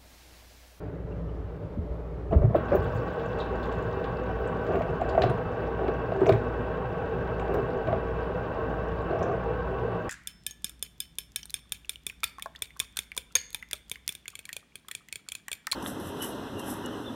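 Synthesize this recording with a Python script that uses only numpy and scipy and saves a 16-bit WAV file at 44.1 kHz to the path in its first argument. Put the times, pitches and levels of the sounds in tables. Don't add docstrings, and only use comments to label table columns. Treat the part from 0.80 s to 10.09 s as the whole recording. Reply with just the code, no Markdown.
import sys
import numpy as np
from scipy import signal
from scipy.io import wavfile
from scipy.ndimage import uniform_filter1d

SR = 44100
rng = np.random.default_rng(int(sys.argv[2]) if len(sys.argv) > 2 else 0)


def convert_level_to_amplitude(level_db):
    exponent = np.asarray(level_db, float) / 20
    return 10 ** exponent


def dump(signal):
    limited = np.clip(np.atleast_2d(signal).T, -1, 1)
    pcm = np.round(limited * 32767).astype(np.int16)
    wavfile.write(sys.argv[1], SR, pcm)


N = 409640

# frequency in Hz, level in dB per Hz.
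SPRAY_COLOUR = [(2060, -30), (3500, -1), (5280, -11.5), (5960, -20.5), (8640, -22.5), (9220, -31.5),
                (12300, -30), (14900, -16), (15800, -12.5)]
# pitch in Hz, width in Hz, level in dB.
BASIN_MODES = [(85, 15, -14), (115.5, 14.6, -1.5), (179.5, 21.4, -6), (244.2, 22, -6), (327, 30, -11.5),
               (388, 15.8, -2), (453.2, 20.3, 2), (502.6, 21, -1), (573, 40, -11), (631, 34, -6.5),
               (670, 24, -9.5), (789.7, 73, -7.5), (926, 37, -18.5), (976, 21.7, -8), (1064.3, 15.3, -10),
               (1119.5, 63, -10), (1306, 35, -16), (1409, 45, -17.5), (1511.5, 50, -13.5), (1584, 50, -14),
               (1738, 83, -25), (1884, 42, -21.5), (2103, 250, -33.5), (2401, 74, -30), (2643, 73, -24),
               (2867, 73, -31.5), (3010, 56, -31.5), (3276, 97, -37), (3625, 160, -43), (3850, 76, -49)]
# pitch in Hz, width in Hz, level in dB.
BOOM_MODES = [(113, 74, -5), (382, 73, 1.5), (668, 97, -0.5), (1175, 42, -14), (1480, 290, -17),
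              (2300, 390, -25.5), (2645, 100, -28)]
# pitch in Hz, width in Hz, level in dB.
LEVER_MODES = [(102.3, 62, -5), (398, 133, 8.5), (620, 62, 2), (980, 250, -9), (1500, 600, -17.5),
               (2900, 920, -45)]
# start in seconds, slap peak in dB, then droplets and mist
# in dB relative to the slap.
DUMPS = [(3.866, -51, -10, -20), (3.918, -49, -21, -29), (3.9306, -66, 3, -4), (3.954, -47, -15, -13),
         (3.989, -62, 1, -3), (4.019, -45, -17, -21), (4.212, -48.5, -9, -16), (4.350, -52, -14, -22),
         (4.39, -60, -3, 0), (4.434, -37.5, -21, -21), (4.419, -32, -28, -34), (4.497, -49, -9, -11),
         (5.0796, -44, -27, -21), (5.319, -50, -24, -29), (5.364, -64, 0, -11), (5.406, -53, -9.5, -19),
         (5.446, -59, -7.5, 1), (5.4575, -47, -15, -26.5), (5.464, -52, 3, -8), (5.4915, -31, -19, -17),
         (5.523, -36, -20, -32), (5.546, -67.5, 0, -2), (6.474, -51.5, -25, -26), (6.595, -47, -11, -23),
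         (6.679, -51.5, -21, -34), (6.74, -45, -13, -4), (7.072, -46.5, -25, -27), (7.1265, -48, -22, -22),
         (8.39, -58, -12, -10), (8.427, -50, -8, -24)]
# start in seconds, slap
# peak in dB, then droplets and mist
SPITS = [(1.509, -70.5, 3, -20), (1.757, -47.5, -19, -4), (1.9166, -57, -13, -22), (1.9534, -59, 4, 16),
         (2.041, -49, -10, -12), (2.148, -65, 3, 6), (2.161, -62, 9, -7), (2.263, -63, -3, -12),
         (2.2795, -50, -20, -28), (2.333, -60, -3, -17), (2.394, -49, -20, -32), (2.459, -60, 0, -19),
         (2.515, -55, -16, -25), (2.587, -45, -13, -30), (2.6024, -42, -22, -42), (2.756, -61, -2, -18),
         (2.828, -43, -23, -21), (2.855, -59, -2, -9), (2.914, -46.5, -20, -30), (2.924, -62, 5, -8),
         (2.983, -63, -1, -12), (3.024, -59, -1, -7), (3.241, -47, -18, -29), (3.32, -65, 0, -17),
         (3.605, -67, -6, 7), (3.6735, -66, 7, -12), (3.842, -65, -6, 2), (4.29, -46, -7, -39),
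         (8.216, -69, 4, -13)]
# slap pitch in Hz at about -50 dB, Hz higher per dB, thud in dB
# relative to the slap, time to fall 60 dB in seconds.
ON_HANDS = (3200, 43.5, -10, 0.13)
ON_STEEL = (3220, 9.2, 8.4, 0.024)
# start in seconds, length in seconds, level in dB,
# upper against lower boom in dB, counter rumble in dB.
SLOSHES = [(1.905, 0.046, -20, -7, -30), (3.86, 0.12, -24.5, 2, -36), (4.07, 0.03, -27.5, 5, -29.5),
           (4.18, 0.26, -31, 4.5, -40), (4.36, 0.15, -24, 2, -29), (4.98, 0.12, -29, 0.5, -41.5),
           (5.33, 0.072, -30, -2.5, -42), (5.39, 0.05, -24, -10.5, -34), (5.46, 0.049, -19.5, -10, -28.5),
           (6.67, 0.068, -27, 3.5, -41.5), (6.725, 0.061, -24.5, -6.5, -32.5),
           (7.05, 0.11, -29.5, 7, -31.5), (8.28, 0.08, -27, 2, -41), (8.38, 0.16, -28, 4.5, -34)]
# start in seconds, length in seconds, level in dB,
# upper against lower modes in dB, counter rumble in dB.
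RATTLES = [
    (1.51, 0.023, -20, 2.5, -19),
    (1.56, 0.027, -40, 6, -27),
    (1.61, 0.046, -30, 1, -22),
    (1.68, 0.093, -36.5, 8, -29),
]
# start in seconds, peak in dB, pitch in Hz.
KNOCKS = [(1.918, -9.5, 545), (1.931, -11.5, 596), (1.924, -16, 600), (1.942, -16.5, 494),
          (1.949, -14, 562), (1.955, -15, 422), (1.963, -16, 382), (3.928, -19.5, 514), (4.008, -14.5, 615),
          (4.216, -14.5, 682), (4.349, -16.5, 670), (4.377, -7, 652), (4.419, -20, 670),
          (4.438, -12.5, 674), (4.446, -14, 600), (4.453, -19, 560), (4.5, -18, 382), (4.994, -23.5, 554),
          (5.019, -17.5, 398), (5.082, -11.5, 364), (5.32, -17, 637), (5.415, -6, 370), (5.424, -14, 400),
          (5.434, -16.5, 380), (5.466, -13.5, 640), (5.485, -17, 620), (5.493, -3.5, 655),
          (6.742, -16, 500), (6.762, -20, 400), (6.787, -20, 400), (6.776, -19, 417), (7.074, -22, 668),
          (7.083, -20, 600), (7.128, -12.5, 637), (8.305, -21, 390), (8.322, -22, 420), (8.33, -19, 400),
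          (8.416, -21, 480), (8.545, -22, 450), (8.408, -18, 645), (8.464, -18.5, 523)]
# start in seconds, peak in dB, pitch in Hz.
CLUNKS = [(1.510, -29, 700), (1.522, -17, 448), (1.531, -21, 563), (1.539, -20, 440), (1.548, -24, 498),
          (1.570, -29, 634), (1.618, -19.5, 560), (1.644, -25, 620), (1.7455, -12, 637), (1.7495, -7, 583)]
# start in seconds, peak in dB, pitch in Hz,
# time to fall 60 dB in seconds.
THUMPS = [(0.972, -30.5, 221, 0.1), (1.757, -18, 350, 0.06), (0.983, -21.5, 80.5, 0.13),
          (1.104, -23, 52.4, 0.08), (1.498, -18, 69.4, 0.07), (1.558, -3.5, 70.5, 0.072),
          (1.599, -19.5, 51.5, 0.24), (1.643, -15.5, 112.3, 0.19), (1.987, -23, 101.4, 0.13),
          (2.05, -22, 105, 0.097), (2.15, -21, 113, 0.13), (4.436, -25, 123, 0.24), (5.514, -21, 113, 0.29)]
# start in seconds, peak in dB, pitch in Hz, width in Hz.
FIZZ = [(1.56, -68, 12000, 300), (1.645, -70, 12000, 297), (1.759, -60, 8550, 1300),
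        (4.4983, -54, 9450, 1900), (5.4915, -57, 10600, 1500), (5.466, -44, 5900, 1500),
        (5.4915, -52, 13200, 1500), (6.743, -54, 5600, 900), (6.745, -34, 1100, 700),
        (4.43, -42, 2600, 1500), (4.415, -56, 6500, 2500), (8.39, -58, 5500, 1500),
        (8.428, -42, 6000, 1600), (2.603, -36, 3700, 800), (3.6735, -57.5, 7800, 900),
        (6.598, -59, 7600, 1500), (1.9, -42, 1700, 1400), (1.8, -38, 1150, 960), (6.742, -61, 9000, 2000),
        (4.42, -31.5, 4000, 1700), (8.309, -53, 4100, 700), (5.524, -55, 8300, 1800),
        (4.438, -44, 5000, 1200), (1.62, -40.5, 1000, 810), (1.646, -41, 1100, 900),
        (1.92, -36, 1300, 1200), (4.292, -47, 4800, 1300)]
# start in seconds, peak in dB, pitch in Hz,
# width in Hz.
TICKS = [(1.510, -50, 2500, 400), (1.524, -46.5, 2900, 500), (1.7447, -36, 1720, 900),
         (1.763, -43, 3200, 900), (1.9537, -50, 9500, 5000), (1.954, -46, 15000, 2500),
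         (4.3901, -56, 15100, 2000), (6.7405, -50, 14200, 2500), (2.0385, -58, 8000, 4000),
         (2.1472, -58, 7000, 4000), (2.602, -36, 3750, 700), (2.8297, -44, 3600, 900),
         (2.874, -54, 6500, 2500), (2.925, -52, 5500, 1500), (4.3762, -38, 2400, 1500),
         (4.415, -51, 6000, 3000), (4.4202, -26, 3300, 2200), (4.437, -36, 2600, 1500),
         (4.4984, -56, 11000, 6000), (5.0796, -41, 2360, 1800), (5.319, -40, 2000, 1500),
         (5.4647, -27, 2290, 900), (5.465, -43, 5500, 3000), (5.4911, -30, 2600, 2500),
         (5.4915, -45, 12000, 6000), (5.5231, -29, 1900, 1800), (5.5235, -43, 4500, 3000),
         (5.547, -50, 15500, 1500), (6.596, -54, 6000, 3500), (6.606, -55, 6500, 3500),
         (6.7398, -50, 9000, 6000), (7.0745, -42, 2800, 1500), (7.1264, -40.5, 2900, 1500),
         (8.41, -40, 2200, 1500), (8.427, -48, 5000, 2500)]
# frequency in Hz, level in dB per Hz.
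AIR_COLOUR = [(15, -55.5), (25, -28.5), (40, -12.5), (65, -8.5), (87, -7.5), (135, -17), (172, -13.5),
              (204, -22), (281, -22), (405, -17), (436, -13.5), (518, -22.5), (1250, -32), (1480, -36),
              (8600, -68.5), (11200, -106), (18900, -120)]
# pitch in Hz, width in Hz, height in dB.
AIR_MODES = [(110.75, 7.7, 13.2), (163.6, 12, 12.6), (282.7, 36, 8), (436, 200, 3.5), (596, 59, 9.8),
             (1310, 31, 4.1), (3600, 8, 8.9)]
# pitch in Hz, level in dB.
FRIDGE_TONES = [
    (59.24, -39),
    (57.92, -43),
    (27.5, -62),
]
# start in seconds, peak in dB, pitch in Hz.
RUBS = [
    (0.3044, -52, 2620),
    (0.4753, -55.5, 2840),
    (0.6794, -57.5, 2350),
]
# frequency in Hz, level in dB per Hz.
MIC_COLOUR = [(3000, -33.5), (5500, -20), (7000, -9), (8600, -18), (9500, -8.5), (12000, -6.5), (14000, -9),
              (15800, -10.5)]


def stream():
    opening_s, drum_db = 0.018, -32
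    surge_db, surge_s = -3, 0.027
    since, spray_db = flow()
    opened = np.minimum(since / opening_s, 1)
    level = opened * convert_level_to_amplitude(drum_db + surge_db * np.exp(-since / surge_s))
    push = drops(count=N, per_s=5000, spread_db=3.0)
    drum = np.zeros(N)
    for k, (hz, width, db) in enumerate(BASIN_MODES):
        ring = resonate(resonate(push * wander(hz), hz, width), hz, 3 * width)
        drum += (-1) ** k * convert_level_to_amplitude(db) * ring
    spray = hiss(lambda hz: read(SPRAY_COLOUR, hz), size=256, patchy_db=1.6, flicker_db=0.9)
    return level * (evened(drum) + convert_level_to_amplitude(spray_db) * spray)


def flow():
    open_s, spray_db = 1.742, -36
    since = np.maximum(np.arange(N) / SR - open_s, 0)
    rinse_db = 3.5 * np.exp(-since / 1.5)
    late_db = 20 * np.exp(-since / 0.06)
    return since, spray_db + rinse_db - late_db


def wander(hz):
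    step, wander_s = 200, 0.06
    slow = uniform_filter1d(rng.standard_normal(N // step + 2), size=round(wander_s * SR / step))
    depth_db = 2.2 / (1 + (hz / 900) ** 2)
    return convert_level_to_amplitude(depth_db * np.interp(np.arange(N) / step, np.arange(len(slow)), evened(slow)))


def droplets():
    since, spray_db = flow()
    busy = (since > 0) * convert_level_to_amplitude(2.8 * (spray_db - spray_db.max()))
    t, out = np.arange(900) / SR, np.zeros(N)
    for hz in np.geomspace(3500, 9000, num=10):
        fall_db = -60 * t / 0.03 - 11 * np.log2(hz / 3500)
        tick = band(rng.standard_normal(len(t)), hz, 1500) * convert_level_to_amplitude(fall_db)
        out += signal.oaconvolve(drops(count=N, per_s=26, spread_db=3.4), tick)[:N]
    return convert_level_to_amplitude(-67) * busy * evened(out)


def landing(db, droplet_db, mist_db, surface):
    hz, hz_per_db, thud_db, t60 = surface
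    slap = splash(db, hz + hz_per_db * (db + 49.5), t60, width=1820)
    thud = splash(db + thud_db, 1950, 0.97 * t60, width=1600)
    drop_hz = 6950 * (1 + 0.07 * rng.uniform(-1, 1))
    shower = splash(db + droplet_db, drop_hz, 0.048, width=1900)
    mist = splash(db + mist_db, 14900, 0.055, width=2800)
    return slap + thud + shower + mist


def splash(db, hz, t60, width):
    hold_s, trail_db, trail_longer = 0.003, -13, 2.2
    t = np.arange(5000) / SR
    ring = evened(band(drops(count=len(t), per_s=12000, spread_db=4.0), hz, width))
    fall_db = -60 * np.maximum(t - hold_s, 0) / t60
    fall = convert_level_to_amplitude(fall_db) + convert_level_to_amplitude(trail_db + fall_db / trail_longer)
    shower = 0.38 * ring * fall * (1 - np.exp(-t / 0.0004))
    return convert_level_to_amplitude(db) * (shower + convert_level_to_amplitude(-8) * crack(hz, width, count=len(t)))


def crack(hz, width, count):
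    ring = band(band(signal.unit_impulse(count), hz, 1.6 * width), hz, 1.6 * width)
    return ring / abs(ring).max()


def shake(length, db, upper_db, rumble_db, modes, spray_db):
    rise_s, fall_s, rumble_fall_s = 0.023, 0.012, 0.04
    t = np.arange(10000) / SR
    rise, after = np.minimum(t / rise_s, 1) ** 2, np.maximum(t - length, 0)
    push = drops(count=len(t), per_s=3000, spread_db=2.5)
    rings = [convert_level_to_amplitude(mode_db) * evened(band(push, hz, 1.7 * width)) for hz, width, mode_db in modes]
    boom = rings[1] * convert_level_to_amplitude(-upper_db / 2) + sum(rings[2:]) * convert_level_to_amplitude(upper_db / 2)
    grit = evened(band(drops(count=len(t), per_s=6500, spread_db=5.5), 4800, 3500))
    boom = (boom + convert_level_to_amplitude(spray_db) * grit) * np.exp(-after / fall_s)
    rumble = convert_level_to_amplitude(rumble_db - 2.5) * evened(rings[0]) * np.exp(-after / rumble_fall_s)
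    fade_out = np.minimum(t[::-1] / 0.02, 1)
    return rise * (convert_level_to_amplitude(db - 8.5) * boom + rumble) * fade_out


def knock(db, hz):
    t60 = 0.027 * convert_level_to_amplitude(-0.12 * (db + 18.5))
    return 3.2 * blow(db, hz, t60, rise_cycles=2.03, partner=0.852)


def thump(db, hz, t60):
    return 2.2 * blow(db, hz, t60, rise_cycles=0.72, partner=1.25)


def blow(db, hz, t60, rise_cycles, partner):
    t = np.arange(round(t60 * SR) + 99) / SR
    pair = np.sin(2 * np.pi * hz * t) + 0.38 * np.sin(2 * np.pi * hz * partner * t)
    return pair * convert_level_to_amplitude(db - 60 * t / t60) * (1 - np.exp(-(t * hz / rise_cycles) ** 2))


def walls(x, t60, start):
    t = np.arange(SR // 2) / SR
    taps = rng.choice([-1., 1.], len(t)) * (rng.random(len(t)) < 0.05)
    tail = taps * convert_level_to_amplitude(-60 * t / t60) * (t > start)
    return signal.oaconvolve(x, tail / np.linalg.norm(tail))[:N]


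def kitchen():
    def colour(hz):
        peaks = sum(db / (1 + (2 * (hz - f) / width) ** 2) for f, width, db in AIR_MODES)
        return read(AIR_COLOUR, hz) + peaks
    out = convert_level_to_amplitude(-37.5) * hiss(colour, size=4096, patchy_db=1.45, flicker_db=0.8)
    t = np.arange(N) / SR - 5.8
    for hz, db in FRIDGE_TONES:
        out += convert_level_to_amplitude(db - 2) * np.sqrt(2) * np.cos(2 * np.pi * hz * t)
    for s, db, hz in RUBS:
        rub = evened(band(rng.standard_normal(1500), hz, 400)) * np.hanning(1500)
        add(out, s, convert_level_to_amplitude(db - 9.5) * rub)
    return out


def hiss(db_of, size, patchy_db, flicker_db):
    frames, hz = 4 * N // size + 5, np.fft.rfftfreq(size, 1 / SR)
    a, b, patches = rng.standard_normal((frames, len(hz), 3)).T
    patches = uniform_filter1d(uniform_filter1d(patches, size=10, axis=0), size=10, axis=1)
    flicker = flicker_db * rng.standard_normal(frames)
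    field = db_of(hz)[:, None] + patchy_db * evened(patches) + flicker
    noise = signal.istft((a + 1j * b) * convert_level_to_amplitude(field), nperseg=size, noverlap=3 * size // 4)[1]
    return evened(noise[:N])


def drops(count, per_s, spread_db):
    size_db = spread_db * np.minimum(rng.exponential(1, count), 5)
    size = convert_level_to_amplitude(size_db) * rng.choice([-1, 1], count)
    return evened(size * (rng.random(count) < per_s / SR))


def resonate(x, hz, width):
    pole = np.exp((2j * hz - width) * np.pi / SR)
    return 2 * signal.lfilter([1 - abs(pole)], [1, -pole], x).real


def band(x, hz, width):
    return resonate(resonate(resonate(x, hz, width), hz, 0.73 * width), hz, 2.1 * width)


def evened(x):
    return x / np.sqrt(np.mean(x ** 2) + 1e-20)


def read(points, hz):
    f, value = np.transpose(points)
    return np.interp(np.log(hz + 1), np.log(f + 1), value)


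def add(mix, s, sound):
    part = mix[round(s * SR):][:len(sound)]
    part += sound[:len(part)]


def scene():
    steady = stream() + droplets() + kitchen()
    events, blows = np.zeros(N), np.zeros(N)
    for rows, surface in ((DUMPS, ON_STEEL), (SPITS, ON_HANDS)):
        for s, *levels in rows:
            add(events, s, landing(*levels, surface))
    for s, *load in SLOSHES:
        add(events, s, shake(*load, BOOM_MODES, spray_db=-41.5))
    for s, *load in RATTLES:
        add(events, s, shake(*load, LEVER_MODES, spray_db=-56))
    for s, db, hz in KNOCKS + CLUNKS:
        add(blows, s, knock(db, hz))
        add(events, s, splash(db - 17.5, 1063, 0.04, width=820))
    for s, *nudge in THUMPS:
        add(blows, s, thump(*nudge))
    for s, db, hz, width in FIZZ:
        add(events, s, splash(db, hz, 0.045, width))
    for s, db, hz, width in TICKS:
        add(events, s, convert_level_to_amplitude(db) * crack(hz, width, count=600))
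    dull = resonate(events + convert_level_to_amplitude(-7) * blows, 0, 2 * 4500) / 2
    echo = walls(dull, t60=0.34, start=0.008)
    return (steady + events + blows + convert_level_to_amplitude(-6) * echo)[None]


def band_limit(x):
    return signal.sosfilt(signal.butter(12, 16450, fs=SR, output="sos"), x)


def record(dry):
    mic_hiss = hiss(lambda hz: read(MIC_COLOUR, hz), size=512, patchy_db=1.0, flicker_db=0.7)
    noisy = dry + convert_level_to_amplitude(-82) * mic_hiss
    ceiling, edge_hz = 0.62, 15830
    soft = ceiling * np.tanh(noisy / ceiling) * signal.windows.tukey(N, 400 / N)
    low_pass = signal.firwin(1023, edge_hz, window=("kaiser", 9), fs=SR)
    finished = signal.oaconvolve(soft, low_pass[None], "same")
    return band_limit(finished)


dry = scene()
out = record(dry)
dump(out)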